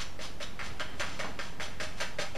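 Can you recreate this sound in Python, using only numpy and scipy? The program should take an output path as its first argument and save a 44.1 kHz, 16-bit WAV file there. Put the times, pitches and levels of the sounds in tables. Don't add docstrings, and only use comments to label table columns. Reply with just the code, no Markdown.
import sys
import numpy as np
from scipy import signal
from scipy.fft import rfft, irfft
from scipy.io import wavfile

SR = 44100
rng = np.random.default_rng(int(sys.argv[2]) if len(sys.argv) > 2 else 0)


def materialize(psi):
    bounded = np.clip(np.atleast_2d(psi).T, -1, 1)
    quanta = np.round(bounded * 32767).astype(np.int16)
    wavfile.write(sys.argv[1], SR, quanta)


N = 104605

# start in seconds, knock in dB, chatter fade in seconds, shaft ring in dB,
# scrape in dB, delay to the scrape's peak in seconds, its half-width in seconds, return rub in dB.
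STROKES = [(-.012, -40.5, 0.024, -56, -39, 0.025, 0.015, -57),
           (.191, -47.5, 0.017, -44.5, -42.5, 0.046, 0.024, -57),
           (.401, -45.5, 0.026, -43, -42.5, 0.027, 0.015, -55.5),
           (.592, -38.5, 0.03, -49, -44.5, 0.065, 0.021, -48.5),
           (.797, -37, 0.019, -41, -44, 0.011, 0.016, -50.5),
           (.997, -34.5, 0.077, -38.5, -39, 0.0082, 0.013, -49),
           (1.192, -37, 0.036, -38.5, -43.5, 0.012, 0.017, -51),
           (1.39, -38.5, 0.018, -43, -47.5, .030, 0.047, -53),
           (1.599, -38, 0.029, -42.5, -41, 0.032, 0.021, -51.5),
           (1.800, -37.5, 0.052, -39.5, -40.5, .028, 0.02, -52),
           (2.002, -36, 0.03, -38, -36.5, 0.0078, 0.022, -59),
           (2.186, -37, 0.046, -34, -38, .028, .019, -60),
           (2.351, -42, 0.042, -38, -48, 0.0094, 0.037, -43.5)]
# pitch in Hz, seconds to fade by 60 dB, relative level in dB.
CUE_NOTES = [(947.7, 0.12, 2.5), (1307, 0.78, -5.5), (1270, 0.08, 8.5), (1432, 0.065, -15),
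             (1592, 0.12, -15.5), (1530, 0.15, -12.5), (1782, 0.59, -17.5), (1970, 0.3, -3),
             (2123, 0.34, -25.5), (2346, 0.075, -28), (2615, 0.41, -21), (2740, 0.54, -4), (3190, 0.11, 0),
             (3500, 0.26, -25), (4657, 0.093, -5), (4890, 0.12, -7)]
SHAFT_NOTES = [(513, 0.03, -22), (566.3, 0.041, 2), (596, 0.069, 4), (619.3, 0.28, 4), (781, 0.089, -1.5)]
# time in seconds, half-width in seconds, level in dB.
SCUFFS = [(0.604, 0.012, -60), (1.095, 0.074, -49.5), (1.987, 0.014, -49)]
# time in seconds, pitch in Hz, level in dB.
SQUEAKS = [(0.021, 5560, -47), (0.438, 3770, -47), (0.813, 3130, -39), (1.636, 3140, -43.5),
           (2.225, 3360, -55)]
# start in seconds, level in dB, fade in seconds.
THUDS = [(1.03, -46, 0.054), (1.243, -35.5, 0.032)]
# frequency in Hz, relative level there in dB.
KNOCK_COLOUR = [(150, -31.5), (400, -10), (750, 1.5), (1050, 0), (1500, 9), (2200, 5.5), (3500, -7.5),
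                (5000, -10), (6400, -19.5), (7800, -20.5), (14000, -35)]
SCRAPE_COLOUR = [(200, -31.5), (600, -2.5), (1200, -1.5), (2200, -3), (3200, 2), (4200, -2), (5400, -3),
                 (6400, -6), (7600, -13), (10500, -19), (14000, -32)]
RUB_COLOUR = [(200, 17), (700, -1.5), (2000, 7), (3200, 1), (6000, -9), (10000, -18), (14000, -34)]
HIGH_HISS_COLOUR = [(2000, -28), (6000, -3.5), (8000, 0), (11000, -5.5), (14000, -14.5)]
THUD_COLOUR = [(80, -8), (250, -1), (600, -1.5), (1200, -5), (2200, -12), (6000, -22), (14000, -57)]
ROOM_NOISE_COLOUR = [(20, 6), (40, 5.5), (62, -3.5), (100, -2.5), (130, -2), (170, -6), (300, -8.5),
                     (500, -8), (1000, -11.5), (2500, -24), (5000, -28), (9000, -34), (14000, -36)]
# pitch in Hz, level in dB.
HUM_TONES = [(80, -56.5), (178.5, -61.5)]

RUB_DELAY_S, RUB_HALF_WIDTH_S = 0.11, 0.059
KNOCK_RING_DB, SCRAPE_RING_DB = -8, -12.5
SIDE_ABOVE_HZ, SIDE_DB = 5830, -5


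def chalking():
    t = np.arange(N) / SR
    rasp, ringing, push, back = np.zeros((4, N))
    tip, cue, shaft = colour(KNOCK_COLOUR), notes(CUE_NOTES), notes(SHAFT_NOTES)
    for at, knock_db, fade, shaft_db, scrape_db, delay, width, rub_db in STROKES:
        contacts = chatter(fade)
        add(rasp, at, burst(ring(contacts, tip), knock_db))
        add(ringing, at, burst(ring(contacts, cue), knock_db + KNOCK_RING_DB))
        add(ringing, at, burst(ring(contacts, shaft), shaft_db))
        push += undb(scrape_db) * (t > at) * swell(at + delay, width)
        back += undb(rub_db) * swell(at + RUB_DELAY_S, RUB_HALF_WIDTH_S)
    push += sum(undb(db) * swell(at, width) for at, width, db in SCUFFS)
    rasp += ring(push * grit(), colour(SCRAPE_COLOUR))
    rasp += ring(back * grit(), colour(RUB_COLOUR))
    ringing += undb(SCRAPE_RING_DB) * ring((push + back) * grit(), cue)
    return rasp, ringing


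def chatter(fade, count=11, gap_s=0.0048, contact_s=0.0028, scatter_db=1, bite_db=8):
    t = np.arange(SR // 3) / SR
    gaps = gap_s * (.5 + rng.random(count))
    starts = np.cumsum(gaps) - gaps[0]
    sizes = np.exp(-starts / fade) * undb(scatter_db * rng.standard_normal(count))
    crush = sum(size * (t >= at) * np.exp(-np.abs(t - at) / contact_s) for at, size in zip(starts, sizes))
    bite = undb(bite_db) * (t == 0)
    return bite + crush * rng.standard_normal(len(t))


def grit(grains_per_s=8000, spread_db=2.5, clumps_per_s=254, clump_db=1.4):
    slips = (rng.random(N) < grains_per_s / SR) * rng.choice([-1, 1], N)
    sizes = undb(spread_db * np.minimum(rng.exponential(size=N), 4))
    grip = np.interp(np.arange(N) * clumps_per_s / SR, np.arange(N), rng.standard_normal(N))
    grains = slips * sizes * undb(clump_db * grip)
    return grains / np.std(grains)


def squeaks(half_width_s=0.0082, ring_s=0.024):
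    return sum(undb(db) * ring(swell(at, half_width_s) * grit(), notes([(hz, ring_s, 0)]))
               for at, hz, db in SQUEAKS)


def high_hiss(below_scrape_db=22.5, half_width_s=0.023):
    level = sum(undb(db) * swell(at + delay, half_width_s) for at, _, _, _, db, delay, _, _ in STROKES)
    return undb(-below_scrape_db) * ring(level * rng.standard_normal(N), colour(HIGH_HISS_COLOUR))


def thuds():
    t = np.arange(N) / SR
    force = sum(undb(db) * (t > at) * np.exp(-np.abs(t - at) / fade) for at, db, fade in THUDS)
    return ring(force * grit(), colour(THUD_COLOUR))


def room(x, echo_db=-3, gap_s=0.0036, split_hz=4000, low_ring_s=0.44, high_ring_s=0.4):
    t = np.arange(SR // 2) / SR
    echoes = rng.standard_normal(len(t)) * (t > gap_s)
    low = signal.sosfilt(signal.butter(1, split_hz, fs=SR, output="sos"), echoes)
    tail = low * die_away(t, low_ring_s) + (echoes - low) * die_away(t, high_ring_s)
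    return x + undb(echo_db) * ring(x, unit(tail))


def room_noise(level_db=-48):
    return undb(level_db) * ring(rng.standard_normal(N), colour(ROOM_NOISE_COLOUR))


def hum():
    t = np.arange(N) / SR
    return sum(undb(db) * np.sqrt(2) * np.sin(2 * np.pi * (hz * t + rng.random())) for hz, db in HUM_TONES)


def pulsing(first_s=0.03, every_s=0.046, half_width_s=0.00079, level_db=-38.5):
    t = np.arange(N) / SR
    time_from_blip = (t - first_s + every_s / 2) % every_s - every_s / 2
    blips = np.exp(-.5 * (time_from_blip / half_width_s) ** 2)
    return undb(level_db) * (blips - blips.mean())


def undb(db):
    return 10 ** (np.asarray(db) / 20)


def unit(x):
    return x / np.sqrt(np.sum(x ** 2))


def ring(x, response):
    return signal.fftconvolve(x, response)[:len(x)]


def colour(points, size=4096):
    hz, db = np.array(points).T
    frequencies = np.maximum(np.fft.rfftfreq(size, 1 / SR), 1)
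    gains = undb(np.interp(np.log(frequencies), np.log(hz), db))
    folded = irfft(np.log(gains))
    folded[1:size // 2] *= 2
    folded[size // 2 + 1:] = 0
    return unit(irfft(np.exp(rfft(folded))))


def notes(table):
    t = np.arange(SR // 2) / SR
    return unit(sum(undb(db) * unit(np.sin(2 * np.pi * hz * t) * die_away(t, ring_s))
                    for hz, ring_s, db in table))


def die_away(t, ring_s):
    return np.exp(-np.log(1000) * t / ring_s)


def swell(peak_s, half_width_s):
    return np.exp(-.5 * ((np.arange(N) / SR - peak_s) / half_width_s) ** 2)


def burst(x, db, hold_s=0.03):
    return undb(db) * unit(x) * np.sqrt(hold_s * SR)


def add(track, at, x):
    start = int(at * SR)
    x = x[max(-start, 0):max(N - start, 0)]
    track[max(start, 0):max(start, 0) + len(x)] += x


def scene():
    rasp, ringing = chalking()
    near = rasp + high_hiss() + squeaks() + thuds()
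    centre = room(near) + ringing + room_noise() + pulsing() + hum()
    scattered = ring(room(near), unit(rng.standard_normal(192))) + room_noise()
    treble_only = signal.butter(8, SIDE_ABOVE_HZ, "high", fs=SR, output="sos")
    side = undb(SIDE_DB) * signal.sosfilt(treble_only, scattered)
    return np.array([centre + side, centre - side])


def record(dry, top_hz=14250, offset_db=-31):
    treble_cut = signal.ellip(10, .2, 70, top_hz, fs=SR, output="sos")
    return signal.sosfilt(treble_cut, dry) + undb(offset_db)


dry = scene()
out = record(dry)
materialize(out)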